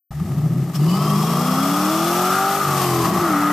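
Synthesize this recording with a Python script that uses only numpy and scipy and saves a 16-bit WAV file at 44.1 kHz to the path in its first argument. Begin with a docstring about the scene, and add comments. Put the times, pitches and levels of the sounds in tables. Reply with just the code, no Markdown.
"""Coupe spinning its tyres by a wood

A V8 coupe on a road by a wood revs up from idle, spins its rear tyres, eases off and pulls away.
The exhaust booms on the engine's low orders and rasps in its pipe resonances;
the spinning tyres hiss, squeal faintly and scrub the asphalt, and the trees give a faint answer."""
import sys
import numpy as np
from scipy import signal
from scipy.fft import rfft, irfft, next_fast_len
from scipy.io import wavfile
from scipy.ndimage import uniform_filter1d, map_coordinates

SR = 44100
rng = np.random.default_rng(int(sys.argv[2]) if len(sys.argv) > 2 else 0)


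def wrap_up_sound(samples):
    """Save the sound to the file named by the first command line argument, as 16-bit audio."""
    columns = np.atleast_2d(samples).T
    # keep every value between -1 and 1, then stretch to whole-number steps
    tamed = np.clip(columns, -1, 1)
    steps = np.round(tamed * 32767).astype(np.int16)
    wavfile.write(sys.argv[1], SR, steps)


N = 155232
T = np.arange(N) / SR  # time of each sample in seconds

THROTTLE_S, PEDAL_S = 0.807, 0.071  # the throttle opens; time the pedal takes
OPENING = np.clip((T - THROTTLE_S) / PEDAL_S, 0, 1)  # 0 before the throttle opens, 1 after


def amp(db):
    """Decibels as a linear gain."""
    return 10 ** (np.asarray(db) / 20)


def unit(x):
    """x scaled to an overall rms of 1."""
    return x / np.sqrt(np.mean(x ** 2) + 1e-20)


def even(x):
    """x with its slow level held at rms 1."""
    power = uniform_filter1d(x ** 2, size=5000)  # averaged over 0.11 s
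    return x / np.sqrt(np.abs(power) + 1e-12)


def along(points, hz):
    """(Hz, value) points read off on a log frequency axis."""
    f, v = np.transpose(points)
    return np.interp(np.log(hz + 1), np.log(f + 1), v)


def curves(rows):
    """One value per sample for each column after the time."""
    s, *cols = np.transpose(rows)
    return [np.interp(T, s, c) for c in cols]


def wobble(rate):
    """A smooth random curve, rate knots a second."""
    return map_coordinates(rng.standard_normal(1024), [T * rate], mode="mirror")


def filtered(x, response):
    """x times a complex response of frequency."""
    m = next_fast_len(N + SR // 2)
    spectrum = rfft(x, m) * response(np.fft.rfftfreq(m, 1 / SR))
    return irfft(spectrum, m)[..., :N]


def ring(x, peaks):
    """x through parallel resonances of alternating sign."""
    def response(f):
        total = 0
        for k, (centre, width, db) in enumerate(peaks):
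            damping = 1j * f * width
            total = total + (-1) ** k * amp(db) * damping / (centre ** 2 - f ** 2 + damping)
        return total
    return filtered(x, response)


def colour(x, points):
    """x through a (Hz, dB) curve."""
    return filtered(x, lambda hz: amp(along(points, hz)))


def spread(pair):
    """Two unrelated noises mixed to left and right, their likeness set by frequency."""
    # Each row: frequency in Hz, left-right likeness (1 is identical)
    likeness = [(300,0.66),(1400,.9),(3000,0.73),(7000,0.43),(14000,0.57)]

    def weights(hz):
        turn = np.arccos(np.clip(along(likeness, hz), -1, 1)) / 2
        return np.array([np.cos(turn), np.sin(turn)])
    mid, side = filtered(pair, weights)
    return unit(np.array([mid + side, mid - side]))


def tone(turns, order, rough, rate):
    """One engine order of rms about 1, wavering in size and phase."""
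    angle = 2 * np.pi * (order * turns + rng.random())
    in_phase = (1 + rough * wobble(rate)) * np.sin(angle)
    across = rough * wobble(rate) * np.cos(angle)
    return np.sqrt(2) * (in_phase + across)


def firings(turns, jitter_s, scatter_db):
    """One exhaust pulse for each cylinder in turn, uneven in size and timing."""
    # Each row: pulse size, delay in firing intervals
    cylinders = [(1.43,0.023),(0.25,0.12),(0.88,0.019),(0.87,-0.035),(.55,0.16),(1.32,0.016),(0.84,0.12),(0.81,.16)]
    count = len(cylinders)
    k = np.arange(int(turns[-1] * count))
    size, delay = np.array(cylinders)[k % count].T
    chance = rng.standard_normal((len(k), 2))
    seconds = np.interp((k + delay) / count, turns, T) + jitter_s * chance[:, 0]
    at = np.clip(seconds * SR, 0, N - 2)
    size = size * amp(scatter_db * chance[:, 1])
    i = at.astype(int)
    late = at - i  # a pulse between two samples is shared by both
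    return np.bincount(i, size * (1 - late), N) + np.bincount(i + 1, size * late, N)


def boom(speed, turns, firing_db, octave_db):
    """The firing tone and its octave, the orders from uneven firing and a ragged burble."""
    # Each row: time in seconds, level of the uneven orders in dB, level of the ragged burble in dB
    lope = [(.12,-10,-45.5),(.28,-1,-30),(.35,3,-33.5),(.62,-4,-28.5),(.73,-7.5,-36.5),(.82,-1,-26),(1.0,2.5,-28),(1.6,0,-30),(2.2,7.5,-37),(2.6,4,-36.5),(2.72,-2,-30.5),(3.03,4.5,-32.5),(3.09,-5,-19.5),(3.18,-4,-22.5),(3.27,2.5,-29.5),(3.36,0.5,-31.5),(3.52,-0.5,-36)]
    # Orders from uneven firing. Each row: multiple of the cycle rate, dB on throttle, dB at light throttle
    uneven_orders = [(2,-35,-16),(3,-37,-15.5),(4,-32,-29),(5,-23.5,-50),(6,-18,-15.5),(7,-31,-16),(9,-30.5,-24),(10,-33,-17),(11,-24.5,-25.5),(12,-30,-37.5),(13,-31,-31),(14,-22.5,-27),(15,-42,-32.5),(17,-29.5,-40),(18,-29,-17.5),(19,-32,-31)]
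    # Exhaust response. Each row: frequency in Hz, gain in dB
    exhaust_response = [(20,-58),(60,-30.5),(100,-25.5),(125,-15),(152,-3.5),(192,-5.5),(240,-25),(300,-24.5),(390,-15.5),(500,-26.5),(630,-20.5),(790,-21),(1000,-10),(2000,-60)]
    # Tint of the burble noise. Each row: frequency in Hz, gain in dB
    burble_tint = [(20,-34),(45,-37),(70,-11.5),(100,-8),(150,1),(190,6),(240,-4.5),(360,-2),(480,-17),(700,-13.5),(1500,-55)]
    ease_from_s, ease_to_s = 2.65, 3.12  # the foot eases off, then presses again

    lope_db, burble_db = curves(lope)
    easing = np.clip(np.minimum(T - ease_from_s, ease_to_s - T) / PEDAL_S + .5, 0, 1)
    idling = np.clip((THROTTLE_S - T) / PEDAL_S + .5, 0, 1)
    light = np.maximum(easing, idling)  # 1 at light throttle, 0 on throttle
    out = amp(firing_db) * tone(turns, order=8, rough=0.089, rate=21)
    out = out + amp(octave_db) * tone(turns, order=16, rough=0.13, rate=64)
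    for order, on_db, light_db in uneven_orders:
        level = lope_db + on_db + light * (light_db - on_db) + along(exhaust_response, order * speed)
        out = out + amp(level) * tone(turns, order=order, rough=0.13, rate=20)
    burble = even(colour(rng.standard_normal(N), burble_tint))
    return out + amp(burble_db) * burble


def rasp(pulses, puffs, mid_db, rasp_db, octave_db):
    """Pulses and puffs of gas ring the middle and upper resonances of the pipes."""
    # Pipe resonances: middle, lower rasp, higher rasp. Each row: centre in Hz, width in Hz, gain in dB
    mid_pipe = [(628,67,-1),(771,63,1.5),(875,116,-4)]
    rasp_low = [(1099,80,0),(1166,116,2),(1362,67,-13.5)]
    rasp_high = [(1183,89,-3),(1232,94,1),(1333,78,-8)]
    # Each row: time in seconds, share of the higher resonances (0 to 1)
    shift = [(.85,0.51),(1.2,0.24),(1.6,0.57),(2.1,1),(2.3,0.92),(2.6,0.72),(2.85,0.036),(3.1,0.41),(3.25,0.27),(3.52,0.8)]
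    # Tint of what drives the rasp. Each row: frequency in Hz, gain in dB
    drive_tint = [(100,-40),(500,-15),(900,11),(1100,-1),(1380,-2),(1600,-12),(2000,10),(3000,-46),(6000,-14)]

    gas = (puffs + 1.0) * rng.standard_normal(N)
    drive = 0.73 * even(colour(pulses, drive_tint)) + even(colour(gas, drive_tint))
    high = np.clip(curves(shift)[0], 0, 1)
    buzz = even((1 - high) * unit(ring(drive, rasp_low)) + high * unit(ring(drive, rasp_high)))
    buzz_gain = amp(rasp_db - 2 - 2.8 * OPENING)

    mid_gas = (puffs + 0.48) * rng.standard_normal(N)
    middle = even(ring(even(pulses) + 1.2 * even(mid_gas), mid_pipe))
    # the octave tone takes its share of the middle band's power
    mid_power = amp(mid_db) ** 2
    middle_gain = np.sqrt(np.maximum(mid_power - amp(octave_db) ** 2, 0.18 * mid_power))
    return buzz_gain * buzz + amp(-1.5) * middle_gain * middle


def hiss(puffs, hiss_db):
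    """Rushing gas and scrubbing rubber: wide noise fluttering with the firings."""
    # Tint of the hiss. Each row: frequency in Hz, gain in dB
    hiss_tint = [(300,-12),(1000,9),(1900,2),(2600,3),(4000,0.5),(5600,1.5),(8000,0),(10500,-3.5),(13000,1.5),(14300,-1)]
    air = spread(colour(rng.standard_normal((2, N)), hiss_tint))
    return amp(hiss_db + 2.46 + .9 * wobble(110)) * air * even(1 + 0.14 * puffs)


def wood(x):
    """The trees scatter a faint noise tail that starts after 25 ms and fades over half a second."""
    t60_s, level_db = 1, -9.5
    t = T[:SR // 2]
    tail = rng.standard_normal(len(t)) * amp(-60 * t / t60_s) * (t > .025)
    return amp(level_db) * signal.fftconvolve(x, tail / np.linalg.norm(tail))[:N]


def scrub():
    """The tyres scrub the asphalt: a wide band of noise that swells late."""
    # Tint of the scrub. Each row: frequency in Hz, gain in dB
    asphalt_tint = [(400,-11),(1000,-6),(1500,-4),(1750,5.5),(1980,4.5),(2300,-5.5),(3000,-9.5),(6000,-41)]
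    # Each row: time in seconds, level in dB
    scrub_level = [(.8,-53),(2.05,-54),(2.32,-39),(2.6,-41),(3.15,-37),(3.4,-33)]
    return amp(curves(scrub_level)[0]) * spread(colour(rng.standard_normal((2, N)), asphalt_tint))


def squeal():
    """The slipping tread whistles in narrow resonances that follow the wheel spin."""
    # Tread resonances at rest pitch. Each row: centre in Hz, width in Hz, gain in dB
    tread_peaks = [(2510,24,2.5),(2973,36,9),(4000,68,-4),(4630,110,5.5),(5080,200,0.5),(7750,790,-10.5)]
    # Each row: time in seconds, pitch of the squeal in Hz, level in dB
    tyre_spin = [(.735,3320,-66),(.755,3330,-31.5),(.775,3310,-41),(.79,2910,-49),(.87,2970,-43),(.9,2970,-35.5),(1.2,3266,-38.5),(1.55,3306,-35.5),(2.35,3493,-38.5),(2.65,3400,-51),(2.82,3083,-36.5),(3.0,2998,-41),(3.52,3450,-48)]
    pitch, level_db = curves(tyre_spin)
    # noise rung once, then read faster or slower so that its second resonance follows the pitch
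    place = np.cumsum(pitch / tread_peaks[1][0] * (1 + .005 * wobble(18)))
    rung = ring(rng.standard_normal((2, N)), tread_peaks)
    tread = np.array([map_coordinates(c, [place], mode="mirror") for c in rung])
    return amp(level_db) * spread(tread)


def strands(speed, turns, rasp_db):
    """Once the throttle opens, high orders sweep through the pipes' main resonance."""
    # High orders that stand out of the rasp. Each row: multiple of the cycle rate, level in dB
    high_orders = [(24,-1.5),(25,-1),(26,-8.5),(27,-0.5),(28,-14.5),(29,0),(30,1),(33,-0.5),(34,3.5),(36,-2),(37,2),(40,6.5),(42,-2),(45,6.5),(46,0.5),(52,3)]
    # Main resonance of the pipes. Each row: time in seconds, centre in Hz
    main_resonance = [(.85,1070),(1.0,1220),(1.25,1158),(1.6,1218),(1.95,1210),(2.35,1296),(2.6,1266),(2.95,1080),(3.08,1056),(3.25,1275)]
    centre, = curves(main_resonance)
    lines = 0
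    for order, db in high_orders:
        nearness = 1 / (1 + ((order * speed - centre) / 110) ** 2)  # half at 110 Hz off centre
        lines = lines + amp(db) * nearness * tone(turns, order=order, rough=.2, rate=30)
    return amp(rasp_db - 1) * OPENING * even(lines)


def scene():
    """One engine rotation drives boom, rasp, strands and hiss; the tyres and trees join in."""
    # Each row: time in seconds, engine cycles a second in Hz
    engine = [(0.12, 7.8), (0.22, 10.2), (0.33, 13.8), (0.44, 15.3), (0.55, 16.5), (0.66, 17.2),
              (0.76, 16.9), (0.8, 18.0), (0.88, 20.7), (0.97, 24.2), (1.06, 25.6), (1.17, 24.9),
              (1.32, 28.7), (1.54, 32.3), (1.84, 38), (2.2, 44.9), (2.42, 48.2), (2.6, 50.1), (2.72, 47.3),
              (2.86, 44.6), (3.07, 40.9), (3.14, 42), (3.2, 44.4), (3.27, 41.6), (3.35, 35.9), (3.42, 36.8),
              (3.52, 36.9)]
    # Each row: time in seconds, level of the firing tone in dB
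    firing_level = [(0.15, -38), (0.25, -33), (0.35, -35), (0.5, -24.5), (0.62, -20.5), (0.73, -38),
                    (0.78, -20.5), (0.83, -12), (0.9, -16), (1, -25), (1.15, -21.5), (1.33, -29),
                    (1.5, -23.5), (1.85, -22.5), (2.2, -25.5), (2.45, -32), (2.62, -32), (2.75, -31.5),
                    (2.97, -22.5), (3.06, -30), (3.14, -35), (3.22, -22.5), (3.36, -21.5), (3.48, -21)]
    # Each row: time in seconds, level of the firing tone's octave in dB
    octave_level = [(.12,-35.5),(.22,-21.5),(.3,-50),(.55,-42.5),(.74,-45),(.84,-34.5),(1.1,-36),(1.4,-36),(1.7,-42),(2.34,-32.5),(2.42,-22),(2.55,-23),(2.65,-40),(3.52,-61)]
    # Levels before each layer's trim. Each row: time in seconds, the pipe's middle band in dB,
    # the rasp in dB, the hiss in dB
    layer_levels = [(0.12, -37.5, -48.5, -51), (0.25, -43.5, -45, -47), (0.73, -40.5, -44.5, -46.5),
                    (0.76, -52, -39, -34), (0.78, -36.5, -40, -42.5), (0.92, -34, -33.5, -37),
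                    (0.96, -29.5, -28, -37), (1.22, -32, -26, -33), (1.24, -29.5, -31.5, -33),
                    (1.4, -28.5, -24.5, -32.5), (2.16, -27, -26, -28), (2.35, -28.5, -20, -28.5),
                    (2.42, -26, -22.5, -30), (2.56, -21.5, -25.5, -28.5), (2.63, -31.5, -22.5, -30.5),
                    (2.8, -27.5, -26.5, -27.5), (3.03, -31, -27, -30), (3.06, -26.5, -21.5, -27.5),
                    (3.11, -31, -30, -34), (3.18, -27.5, -23.5, -32), (3.5, -28.5, -23, -34),
                    (3.52, -22, -19, -33.5)]

    speed, = curves(engine)
    firing_db, = curves(firing_level)
    octave_db, = curves(octave_level)
    mid_db, rasp_db, hiss_db = curves(layer_levels)
    turns = np.cumsum(speed * (1 + 0.0021 * wobble(20))) / SR  # engine cycles so far
    pulses = firings(turns, jitter_s=.00007, scatter_db=2.5)
    puff_shape = np.exp(-T[:SR // 50] / 0.0034)  # each puff dies away in a few ms
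    puffs = even(signal.fftconvolve(pulses, puff_shape)[:N])
    pipes = rasp(pulses, puffs, mid_db, rasp_db, octave_db) + strands(speed, turns, rasp_db)
    exhaust = boom(speed, turns, firing_db, octave_db) + pipes + wood(pipes)
    return exhaust + hiss(puffs, hiss_db) + squeal() + scrub()


def record(dry):
    """The left is louder and brighter; the sound cuts in just after the start, with no treble past a limit."""
    # Each row: frequency in Hz, left minus right in dB
    left_minus_right = [(60,1.6),(200,1.26),(1300,2.16),(4300,3),(8000,5),(14000,8)]
    start_s, fade_s, top_hz = 0.1055, 0.0046, 14350
    live = dry * np.clip((T - start_s) / fade_s, 0, 1)
    halves = np.array([[.5], [-.5]])  # half the difference up on the left, half down on the right
    return filtered(live, lambda hz: amp(along(left_minus_right, hz) * halves) * (hz < top_hz))


dry = scene()
out = record(dry)
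wrap_up_sound(out)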